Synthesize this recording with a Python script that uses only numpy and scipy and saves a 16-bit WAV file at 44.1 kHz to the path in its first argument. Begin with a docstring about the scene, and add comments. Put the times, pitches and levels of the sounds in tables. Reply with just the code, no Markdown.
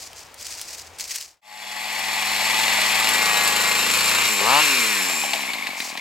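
"""Footsteps crunch through dry leaves in a wood, over soft air and a low rumble, and fade out by 1.4 s.
A two-stroke chainsaw fades in some metres off, at part throttle, firing only every fifth turn.
From 2.9 s the rattling chain bites into a birch limb and the engine fires every fourth turn.
The cut ends at 4.3 s and one blip of the throttle follows. The saw coasts down to a popping idle,
the clutch lets go and clinks, and one more step rustles the leaves."""
import sys
import numpy as np
from scipy import signal
from scipy.fft import rfft, irfft, next_fast_len
from scipy.io import wavfile
from scipy.ndimage import uniform_filter1d, map_coordinates

SR = 44100
rng = np.random.default_rng(int(sys.argv[2]) if len(sys.argv) > 2 else 0)


def put_to_file(sound):
    """Save the sound as 16-bit audio at rate SR, in the file named by the first command-line argument."""
    columns = np.atleast_2d(sound).T  # one column per channel
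    safe = np.clip(columns, -1, 1)
    whole_steps = np.round(safe * 32767)
    wavfile.write(sys.argv[1], SR, whole_steps.astype(np.int16))


N = 264908
TIME = np.arange(N) / SR


def amp(db):
    """Decibels to gain."""
    return 10 ** (np.asarray(db) / 20)


def unit(x):
    """x at rms 1."""
    return x / np.sqrt(np.mean(x ** 2) + 1e-20)


def steady(x):
    """x with its slow level evened out to rms 1."""
    size = SR // 10
    power = np.abs(uniform_filter1d(uniform_filter1d(x ** 2, size), size))
    return x / np.sqrt(power + 1e-6 * np.mean(x ** 2))


def along(points, hz):
    """(Hz, value) points read on a log axis."""
    f, v = np.transpose(points)
    return np.interp(np.log(hz + 1), np.log(f + 1), v)


def curve(points):
    """(time, value) breakpoints as one value per sample."""
    return np.interp(TIME, *np.transpose(points))


def ramp(start, length):
    """0 before start, rising straight to 1 over length seconds."""
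    return np.clip((TIME - start) / length, 0, 1)


def wobble(rate):
    """A smooth random curve, rate knots a second."""
    return map_coordinates(rng.standard_normal(int(N * rate / SR) + 4), [TIME * rate])


def filtered(x, response):
    """x times a response of frequency."""
    m = next_fast_len(N + SR // 2)
    return irfft(rfft(x, m) * response(np.fft.rfftfreq(m, 1 / SR)), m)[..., :N]


def coloured(x, spectrum, size=8192):
    """x through a causal filter of energy 1 with the given spectrum."""
    cepstrum = irfft(np.log(amp(along(spectrum, np.fft.rfftfreq(size, 1 / SR)))))
    cepstrum[1:size // 2] *= 2
    cepstrum[size // 2 + 1:] = 0
    kernel = irfft(np.exp(rfft(cepstrum)))
    return signal.fftconvolve(x, kernel / np.linalg.norm(kernel))[:N]


def ringing(x, modes):
    """x through a bank of resonators, evened out to rms 1."""
    def response(hz):
        return sum(amp(db) * 1j * hz * width / (centre ** 2 - hz ** 2 + 1j * hz * width)
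                   for centre, width, db in modes)
    return steady(filtered(x, response))


def pulses(at, sizes):
    """Impulses at fractional sample positions."""
    at = np.clip(at, 0, N - 2)
    i = at.astype(int)
    return np.bincount(i, sizes * (1 - at + i), N) + np.bincount(i + 1, sizes * (at - i), N)


def dying(x, life):
    """Each impulse of x becomes an exponential decay of life seconds."""
    return signal.lfilter([1], [1, -np.exp(-1 / (life * SR))], x)


def grains(rate, spread_db):
    """Random tiny impacts of unequal size, rms 1."""
    sizes = rng.standard_normal(N) * amp(spread_db * np.clip(rng.standard_normal(N), -2, 2))
    return unit(sizes * (rng.random(N) < rate / SR))


# Feet pressing and dragging through leaves: (time [s], length [s], level [dB])
STEP_CUES = [(-.02, 0.049, -38), (0.145, 0.018, -39.5), (0.372, 0.28, -39), (0.668, 0.13, -41),
             (0.981, 0.034, -32), (1.07, 0.14, -28.5), (5.744, 0.14, -36)]
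# Crisp crunch of dry leaves: (frequency [Hz], level [dB])
LEAF_EQ = [(530, -39), (900, -36), (1020, -18), (1100, -22), (1880, -9.5), (2450, -6.5), (3510, -10.5),
           (4740, -0.5), (7680, -3.5), (9650, -11.5), (14900, -18), (16000, -17)]
# Leaves and twigs that snap: (time [s], peak level [dB], frequency [Hz])
SNAP_CUES = [(0.1306, -29, 4000), (0.3428, -26, 7000), (0.411, -22, 5400), (0.468, -18, 6000),
             (0.595, -24, 4430), (0.614, -15, 6940), (0.987, -22, 7300), (0.9977, -17, 5050),
             (1.0783, -21, 7460), (1.1585, -9, 5900), (1.1624, -12, 4900), (1.212, -14, 5700)]

def footsteps(attack_s=.028, release_s=.058, stir_db=-54):
    """Dry leaves crumple in clumps of tiny cracks under each step; a few snap loudly."""
    press = sum(amp(db) * ramp(s, attack_s) * np.exp(-np.maximum(TIME - s - length, 0) / release_s)
                for s, length, db in STEP_CUES)
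    clumps = np.hypot(press, amp(stir_db)) * amp(2.6 * wobble(90.4))
    crunch = lambda: clumps * unit(coloured(grains(rate=7000, spread_db=2.5), LEAF_EQ))
    t, snaps = TIME[:SR // 20], np.zeros(N)
    for s, db, hz in SNAP_CUES:
        burst = rng.standard_normal(len(t)) * (np.exp(-t / .001) + .6 * np.exp(-t / .005))
        burst = signal.lfilter(*signal.iirpeak(hz, 1.1, SR), burst)
        snaps[round(s * SR):][:len(t)] += amp(db) * burst / np.abs(burst).max()
    return (crunch() + snaps) * amp([[.6], [-.6]]) + amp(-10) * crunch() * np.array([[1], [-1]])


# Soft bed of air in the trees: (frequency [Hz], level [dB])
AIR_EQ = [(80, -6), (250, -3), (500, 3), (800, 6), (1400, 0), (2400, -0.5), (4000, -5.5), (15000, -62)]
# Low rumble beneath it: (frequency [Hz], level [dB])
RUMBLE_EQ = [(15, -22), (45, -9), (80, 1), (120, -12), (250, -31)]

def forest(walk, sawing, air_db=-48.5, walk_rumble_db=-59, saw_rumble_db=-73):
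    """Soft air in the trees and a low rumble, which stays faintly under the saw."""
    noise = lambda eq: unit(coloured(rng.standard_normal(N), eq))
    stereo = lambda eq: noise(eq) + .34 * noise(eq) * np.array([[1], [-1]])
    air = amp(air_db) * walk * stereo(AIR_EQ) * amp([[1.5], [-1.5]])
    rumble_gain = amp(walk_rumble_db) * walk + amp(saw_rumble_db) * np.sqrt(sawing)
    return air + rumble_gain * stereo(RUMBLE_EQ)


WORK_SPEED = 110  # reference for levels and growl pitch [turns/s]
LIGHT_TURNS, BITING_TURNS = 5, 4  # turns per firing in the light cut and the deep bite
# The revs through cut, blip and coast-down: (time [s], crank speed [turns/s])
REVS = [(1.42, 105.5), (1.85, 106.7), (2.03, 111), (2.2, 106.7), (2.3, 108.7), (2.4, 108), (2.5, 111.3),
        (2.57, 108.5), (2.68, 112), (2.83, 108.5), (3.02, 110.5), (3.33, 104.8), (3.5, 104.3), (3.6, 106.2),
        (3.78, 104.3), (3.97, 114), (4.1, 112.5), (4.25, 117.5), (4.4, 95), (4.45, 107), (4.52, 134),
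        (4.56, 145), (4.615, 155.5), (4.7, 138.5), (4.8, 120.5), (4.95, 101), (5.11, 86), (5.2, 76),
        (5.325, 65), (5.355, 76), (5.5, 58), (5.6, 52), (5.68, 50), (5.78, 41.5), (6, 37.5)]

def controls(cut_end_s=4.26, blip_s=4.365, blip_end_s=4.58, open_s=.07, close_s=.05):
    """Crank speed, and three shares 0-1: being in the cut, throttle opening and bite of the chain."""
    speed = curve(REVS)
    cut = 1 - ramp(cut_end_s, close_s)
    blip = ramp(blip_s, open_s) - ramp(blip_end_s, close_s)
    racing = np.clip((speed - 120) / 10, 0, 1)  # keeps the throttle slightly open at high revs
    throttle = np.maximum(.7 * cut + blip, .17 * racing)
    bite = cut * ramp(start=2.9, length=.31)
    return speed, cut, throttle, bite


def drive(db, octave_db, throttle_db, bite_db):
    """Gain of a layer: db at working speed, plus dB per octave of revs, for throttle and for bite."""
    speed, _, throttle, bite = controls()
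    return amp(db + octave_db * np.log2(speed / WORK_SPEED) + throttle_db * throttle + bite_db * bite)


def crank(light_force=2.5, biting_force=3.5, light_surge=.03, biting_surge=.01, hunting=.002):
    """Crank angle in turns, the sample at which each turn opens the exhaust port, and its firing size."""
    speed, cut, _, bite = controls()
    speed = speed * (1 + hunting * cut * wobble(25))
    angle = np.cumsum(speed) / SR
    at = np.interp(np.arange(1, int(angle[-1])), angle, np.arange(N))
    cut, bite = cut[at.astype(int)], bite[at.astype(int)]
    # the cylinder needs several turns to clear before the charge will burn again
    cycle = np.where(cut > 0, np.where(bite > cut / 2, BITING_TURNS, LIGHT_TURNS), 1)
    since = np.arange(len(at)) % cycle
    force = light_force * (cut - bite) + biting_force * bite
    firing = force * (since == 0) * amp(.56 * rng.standard_normal(len(at)))
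    # a firing hurries the following turns, then the crank slows again
    early = (light_surge * (cut - bite) + biting_surge * bite) * np.sin(np.pi * since / cycle)
    return angle, at - early * SR / speed[at.astype(int)], firing


# Low thump of the exhaust: (frequency [Hz], level [dB])
PUFF_EQ = [(40, -55), (90, -25), (140, -12), (205, 0), (270, 1), (350, -6), (450, -6), (560, -7),
           (750, -16), (1400, -45)]

def exhaust_puffs(at, firing, cut_db=-4.5):
    """Every turn puffs through the muffler; the slower the engine, the less alike its puffs."""
    _, cut, _, _ = controls()
    uneven_db = np.clip(150 * np.gradient(at) / SR - .3, .6, 3)
    sizes = (1 + .05 * firing) * amp(uneven_db * rng.standard_normal(len(at)))
    gain = drive(-40, octave_db=5.5, throttle_db=0, bite_db=-2.5) * amp(cut_db * cut)
    return gain * steady(coloured(pulses(at, sizes), PUFF_EQ))


# Midrange bark of the muffler: (frequency [Hz], level [dB])
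BARK_EQ = [(200, -27), (430, -3), (620, 12), (760, 15), (870, 16.5), (1020, 3), (1180, -1), (1400, -20),
           (1750, 1), (2100, 2.5), (2800, 3), (5000, -26), (12000, -40)]

def exhaust_bark(at, firing, cut_db=-2):
    """Sharp putts with a breath of gas leave the port unevenly, most of all under load."""
    _, cut, _, _ = controls()
    scatter_s = (.00008 + .0002 * cut[at.astype(int)]) * rng.standard_normal(len(at))
    sizes = (1 + .017 * firing) * amp(1.4 * np.clip(rng.standard_normal(len(at)), -2, 2))
    blows = pulses(at + scatter_s * SR, sizes)
    gas = dying(blows, life=.003) * rng.standard_normal(N)
    bark = steady(coloured(blows, BARK_EQ)) + amp(-11) * steady(coloured(gas, BARK_EQ))
    return drive(-40, octave_db=1.5, throttle_db=7, bite_db=-1) * amp(cut_db * cut) * steady(bark)


# Buzz of the skipping engine: (frequency at working speed [Hz], level [dB])
GROWL_EQ = [(100, -30), (130, -19), (160, -10), (190, -3), (240, 0), (300, -4), (400, -7), (480, -5),
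            (560, -4), (660, -1), (780, 6), (920, 4), (1130, 5), (1300, -3), (1700, -14), (2500, -50)]

def growl(angle, turns, size=4096):
    """Gas rings in the muffler in a pattern repeating each firing: overtones between the crank's own."""
    order = np.arange(size // 2 + 1) / turns
    hz = order * WORK_SPEED
    partials = amp(along(GROWL_EQ, hz)) * (order % 1 > 0) * (hz < GROWL_EQ[-1][0])
    def pattern():
        wavetable = irfft(partials * np.exp(2j * np.pi * rng.random(len(partials))))
        return np.interp(angle / turns, np.arange(size) / size, wavetable, period=1)
    morph = .55 * wobble(7)
    return unit(np.cos(morph) * pattern() + np.sin(morph) * pattern())


def intake_drone(angle):
    """The intake hums at the crank's own pitch and swells steeply with the revs."""
    return drive(-61.5, octave_db=20, throttle_db=11, bite_db=1.5) * unit(np.sin(2 * np.pi * angle))


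def partial(cycles, db, flutter_db, drift):
    """A sine that flutters in level and drifts in phase (radians)."""
    gain = amp(db + flutter_db * wobble(16))
    return gain * np.sqrt(2) * np.sin(2 * np.pi * cycles + drift * wobble(50))


# Notes of the muffler: (multiple of crank speed, change in the cut [dB])
MUFFLER_PARTIALS = [(4, -20), (5, -12), (6, -4), (7, -1), (8, 0), (9, -11), (10, -12), (11, -4)]
# Resonance of its cavity: (frequency [Hz], level [dB])
MUFFLER_EQ = [(420, -14), (520, -11), (650, -4), (745, 3), (860, 5.5), (960, 2), (1100, -2), (1250, -4),
              (1400, -14), (1600, -24)]
# How strongly it sings: (time [s], level [dB])
MUFFLER_FADER = [(1.42, -22), (1.6, -29), (1.9, -30), (2.4, -33), (2.65, -31), (2.85, -33), (3.1, -30),
                 (3.35, -24), (3.55, -29), (3.75, -31), (3.9, -37), (4.36, -37), (4.42, -29), (4.47, -21),
                 (4.53, -17.5), (4.595, -18), (4.625, -38), (5, -44), (6, -65)]

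def muffler_tone(angle):
    """The muffler's cavity sings on the crank harmonics that pass through its resonance."""
    speed, cut, _, _ = controls()
    tone = sum(partial(k * angle, along(MUFFLER_EQ, k * speed) + db * cut,
                       flutter_db=1.5, drift=.1 + .35 * cut) for k, db in MUFFLER_PARTIALS)
    return amp(curve(MUFFLER_FADER)) * unit(tone)


# Notes of the chain's whine: (multiple of crank speed, level [dB])
WHINE_PARTIALS = [(9, -11), (11, -9), (12, -13), (13, -13), (14, -8), (16, -6), (18, 0), (20, -1), (22, -6),
                  (24, -10), (26, -10), (29, -6), (31, -8), (34, -9), (38, -5)]
# How well the bar radiates them: (frequency [Hz], level [dB])
WHINE_EQ = [(700, -12), (1100, -7), (1400, -10), (1750, -5), (1890, -3), (1980, -2), (2040, -3), (2110, 2),
            (2220, -8), (2370, 1), (2570, -7), (2780, 1), (2950, -9), (3400, -7), (4500, -12)]
# Swells of the whine: (time [s], level [dB])
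WHINE_FADER = [(1.5, -41), (2.7, -37), (2.95, -29), (3.15, -27), (3.4, -25.5), (3.5, -31), (3.65, -27.5),
               (3.85, -33), (4.2, -32), (4.4, -35), (4.55, -26.5), (4.62, -22.5), (4.7, -26.5), (4.8, -26),
               (4.95, -29), (5.1, -36), (5.3, -44), (5.6, -58)]

def chain_whine(angle):
    """The chain's whine follows the crank and flares as it crosses the bar's resonances."""
    speed, cut, _, _ = controls()
    whine = sum(partial(k * angle, db + along(WHINE_EQ, k * speed),
                        flutter_db=2 + cut, drift=.2 + .55 * cut) for k, db in WHINE_PARTIALS)
    return amp(curve(WHINE_FADER)) * whine


def chain_motion(at, firing, slack_speed=48):
    """The chain is shaken twice a turn and jerked by each firing; at low revs it slackens, shaking more."""
    speed, _, _, bite = controls()
    slack = np.maximum(np.log2(slack_speed / speed), 0)
    shake = dying(pulses(at, 1), life=.003) * (1 + 2.1 * slack)
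    shake += .7 * dying(pulses((at[1:] + at[:-1]) / 2, 1), life=.004)
    jerk = dying(pulses(at, np.tanh(firing ** 2 / 2)), life=.005) * (.94 + .41 * bite)
    return shake, jerk


def links(shake, jerk):
    """Dense tiny impacts of the links, harder with each shake and jerk."""
    return grains(rate=14000, spread_db=1) * (1 + .6 * shake + jerk) * amp(.9 * wobble(150))


def run_out(db_per_s, release_s=5.235):
    """Falling gain as the clutch lets go and the chain runs out."""
    return amp(-db_per_s * np.maximum(TIME - release_s, 0))


# Bright clatter of the links: (frequency [Hz], level [dB])
CLATTER_EQ = [(250, -55.5), (700, -14), (1100, -20.5), (1400, -20), (1800, -8), (2300, -3), (2750, -4),
              (3250, -9.5), (3900, -7.5), (4450, -7), (5100, -15.5), (6500, -21), (15000, -28)]
# Steely ring of bar and casing: (frequency [Hz], width [Hz], level [dB])
STEEL_MODES = [(1830, 340, 4), (2085, 170, 4.5), (2340, 44, -8), (2840, 330, -16), (3200, 37, -5)]

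def chain_clatter(shake, jerk, ring_db=-7.5):
    """Links rattle on bar and sprocket and set the steel ringing."""
    clatter = steady(coloured(links(shake, jerk), CLATTER_EQ))
    ring = amp(ring_db) * ringing(links(shake, jerk), STEEL_MODES)
    gain = drive(-24.9, octave_db=7.5, throttle_db=2.3, bite_db=.6) * run_out(db_per_s=3.5)
    return gain * steady(clatter + ring)


# Boxy rattle of the casing: (frequency [Hz], level [dB])
CASING_EQ = [(250, -35), (600, -12.5), (1100, -3), (1450, -18.5), (2200, -28)]
# Ringing parts: (frequency [Hz], width [Hz], level [dB])
BAR_MODES = [(2345, 60, 0), (2470, 80, 0)]  # the bar, damped in the deep bite, strongest as the saw comes free
RAIL_MODES = [(7410, 180, -6), (7380, 110, 1)]  # its rails, rung by the sliding links
SPROCKET_MODES = [(3410, 35, 0), (4430, 130, -3), (2000, 150, -1)]  # the sprocket, strongest while the chain skims the bark
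# How strongly each one sings: (time [s], level [dB])
BAR_FADER = [(1.5, -34), (2.9, -31), (3.3, -38), (3.9, -36), (4.15, -29.5), (4.35, -30), (4.62, -35),
             (4.78, -28), (5, -32), (5.25, -32), (5.5, -39), (6, -48)]
RAIL_FADER = [(1.5, -46), (4.4, -32), (4.95, -45), (5.15, -31), (5.27, -36), (5.45, -48), (5.7, -61)]
SPROCKET_FADER = [(1.5, -26), (2.3, -30), (2.95, -29), (3.1, -32), (3.3, -42), (4.5, -42), (6, -60)]

def body_ring(shake, jerk):
    """The links excite the casing, the bar, its rails and the sprocket."""
    casing = steady(coloured(links(shake, jerk), CASING_EQ))
    parts = [(BAR_FADER, BAR_MODES), (RAIL_FADER, RAIL_MODES), (SPROCKET_FADER, SPROCKET_MODES)]
    rings = sum(amp(curve(fader)) * ringing(links(shake, jerk), modes) for fader, modes in parts)
    return drive(-34.3, octave_db=5, throttle_db=3, bite_db=1.5) * casing + rings


# Sizzle of the sliding chain: (frequency [Hz], level [dB])
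HISS_EQ = [(2500, -23.5), (5000, -7.5), (5500, 2.5), (6600, -6.5), (7200, 4), (7600, 5), (8100, 1.5),
           (8800, -12.5), (10200, -3), (12500, -7.5), (16000, -11)]

def chain_hiss(shake, jerk):
    """The chain slides along the bar with a gritty, pulsing hiss."""
    sliding = grains(rate=18000, spread_db=4.5) * (1 + .32 * shake + .55 * jerk) * amp(1.1 * wobble(70))
    gain = drive(-26.5, octave_db=5.5, throttle_db=-3, bite_db=1) * run_out(db_per_s=25)
    return gain * steady(coloured(sliding, HISS_EQ))


# Squeaks in the kerf: (time [s], length [s], frequency [Hz], level [dB])
SQUEAK_CUES = [(2.49, .025, 2780, -29), (2.64, .05, 2820, -29), (3.095, .015, 4400, -26),
               (3.14, .015, 4450, -26), (3.145, .02, 2340, -25), (3.375, .015, 3850, -23),
               (3.478, .015, 4500, -24), (3.8, .02, 3850, -28), (3.805, .025, 2700, -25),
               (3.85, .02, 2730, -23), (3.995, .018, 4450, -25), (4.095, .015, 4020, -27),
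               (4.098, .015, 2750, -24), (4.178, .02, 2790, -23), (4.245, .025, 2810, -22)]
# Teeth catching in the wood: (time [s], level [dB])
CATCH_CUES = [(3.089, -16), (3.136, -20), (3.372, -18), (3.437, -19), (3.475, -16), (3.915, -18),
              (3.953, -20), (3.988, -21), (4.057, -19), (4.091, -18)]

def kerf():
    """The pinched chain squeaks, and single teeth catch in the limb with a rasp."""
    waver = .5 * wobble(200)
    squeaks = sum(amp(db) * np.exp(-2 * ((TIME - s) / length) ** 2)
                  * np.sin(2 * np.pi * hz * TIME + waver) for s, length, hz, db in SQUEAK_CUES)
    s, db = np.transpose(CATCH_CUES)
    rasp = dying(pulses(s * SR, amp(db)), life=.007) * rng.standard_normal(N)
    return squeaks + .7 * (coloured(rasp, HISS_EQ) + coloured(rasp, CLATTER_EQ))


# Lone firings after the cut: (time [s], chain slap level [dB], muffler crack level [dB])
POP_CUES = [(4.403, -21, -24), (4.437, -25, -28), (5.005, -28, -30), (5.095, -25, -27), (5.236, -25, -28),
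            (5.333, -17.5, -27), (5.533, -21, -40), (5.668, -22.5, -42), (5.801, -21.5, -46),
            (5.973, -25, -46)]

def pops():
    """A lone firing cracks in the muffler and makes the slack chain slap the bar."""
    s, slap_db, crack_db = np.transpose(POP_CUES)
    hits = pulses(s * SR, amp(slap_db))
    slap = 1.6 * (dying(hits, life=.006) - dying(hits, life=.001)) * rng.standard_normal(N)
    crack = dying(pulses(s * SR, amp(crack_db)), life=.024) * rng.standard_normal(N)
    return coloured(slap, CLATTER_EQ) + coloured(crack, BARK_EQ)


# Ring of the clutch drum: (frequency [Hz], width [Hz], level [dB])
DRUM_MODES = [(2190, 190, 0), (2340, 130, -4), (3480, 24, -8)]
# The shoes graze the drum at idle: (time [s], peak level [dB])
CLINK_CUES = [(5.431, -21), (5.477, -22), (5.489, -22), (5.5, -20), (5.547, -24), (5.583, -20),
              (5.602, -24), (5.622, -19.5), (5.639, -25), (5.664, -21), (5.704, -24), (5.748, -26),
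              (5.77, -26), (5.82, -22), (5.918, -25), (5.994, -24)]

def clutch(pitch_scatter=.03):
    """Each graze clinks the drum; its damped modes shift from touch to touch, its thin ring barely."""
    t, out = TIME[:SR // 8], np.zeros(N + SR)
    for s, db in CLINK_CUES:
        ring = np.zeros(len(t))
        for hz, width, level in DRUM_MODES:
            pitch = hz * (1 + pitch_scatter * width / DRUM_MODES[0][1] * rng.normal())
            envelope = amp(level) * width * np.exp(-np.pi * width * t / 2)
            ring += envelope * np.sin(2 * np.pi * (pitch * t + rng.random()))
        ring *= 1 - np.exp(-t / .002)
        out[round(s * SR):][:len(t)] += amp(db) * ring / np.abs(ring).max()
    return out[:N]


# Reverb among the trunks: (frequency [Hz], time to fall 60 dB [s])
TRUNK_DECAY = [(150, 1), (1000, 0.87), (4000, 0.24), (14000, 0.013)]

def echo(x):
    """The trunks scatter a diffuse tail, different for each ear."""
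    hz, t, noise = signal.stft(rng.standard_normal((2, SR // 2)), SR, nperseg=256)
    tail = signal.istft(noise * amp(-60 * t / along(TRUNK_DECAY, hz)[:, None]), SR, nperseg=256)[1]
    delayed = np.pad(x, (SR // 200, 0))[None]
    return signal.fftconvolve(delayed, tail / np.linalg.norm(tail[0]), axes=1)[:, :N]


# Change of colour with the saw held low: (frequency [Hz], gain [dB])
GROUND_EQ = [(200, 1.3), (300, 2), (450, 7), (620, -2), (800, -7), (1100, 0), (1450, 4), (2000, -4),
             (2500, 0.25), (3230, -1), (3420, -1), (3750, 1), (5000, 0.5), (12000, 1)]
# The saw's pan: (frequency [Hz], left minus right [dB])
PAN_LEVEL = [(60, 5), (130, 8.5), (300, 9.5), (700, 7), (1400, 5), (2600, 3), (5000, 1.3), (15000, 0)]
# Its phase between the ears: (frequency [Hz], left lead [rad])
PAN_PHASE = [(0, -0.2), (5000, -0.82), (5430, 1.5), (8610, -1.5), (9390, 0.3), (14200, 0), (16500, -4.5)]

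def placed(x):
    """The saw, off to the left, sinks towards the ground and is lifted again."""
    low = ramp(start=2.68, length=.67) - ramp(start=4.86, length=.41)
    x = (1 - low) * x + low * filtered(x, lambda hz: amp(along(GROUND_EQ, hz)))
    lean = lambda hz: amp(np.outer([1, -1], along(PAN_LEVEL, hz)) / 2)
    lead = lambda hz: np.exp(1j * np.outer([1, -1], along(PAN_PHASE, hz)) / 2)
    return filtered(x, lambda hz: lead(hz) * lean(hz) / lean(hz).mean(0))


def saw(light_growl_db=-39.5, biting_growl_db=-32.5, engine_echo_db=-20, rattle_echo_db=-5):
    """The whole machine; the trunks scatter its rattle more than its engine note."""
    _, cut, _, bite = controls()
    angle, at, firing = crank()
    engine = exhaust_puffs(at, firing) + exhaust_bark(at, firing)
    engine += amp(light_growl_db) * (cut - bite) * growl(angle, LIGHT_TURNS)
    engine += amp(biting_growl_db) * bite * growl(angle, BITING_TURNS)
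    engine += intake_drone(angle) + muffler_tone(angle) + chain_whine(angle) + pops()
    motion = chain_motion(at, firing)
    rattle = chain_clatter(*motion) + body_ring(*motion) + chain_hiss(*motion) + kerf() + clutch()
    bright = filtered(rattle, lambda hz: hz / (hz + 3000))
    return placed(engine + rattle + echo(amp(engine_echo_db) * engine + amp(rattle_echo_db) * bright))


def scene(fade_out_s=.4, change_s=1.414, fade_in_s=1.175, fade_power=1.07):
    """The walk fades out, then the saw fades in with the leaves stirring under it."""
    walk = (1 - ramp(change_s - fade_out_s, fade_out_s)) ** fade_power
    sawing = ramp(change_s, fade_in_s) ** fade_power
    return (walk + sawing) * footsteps() + sawing * saw() + forest(walk, sawing)


def record(dry, top_hz=16000):
    """A brick-wall low-pass takes off the very top."""
    return filtered(dry, lambda hz: hz < top_hz)


dry = scene()
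out = record(dry)
put_to_file(out)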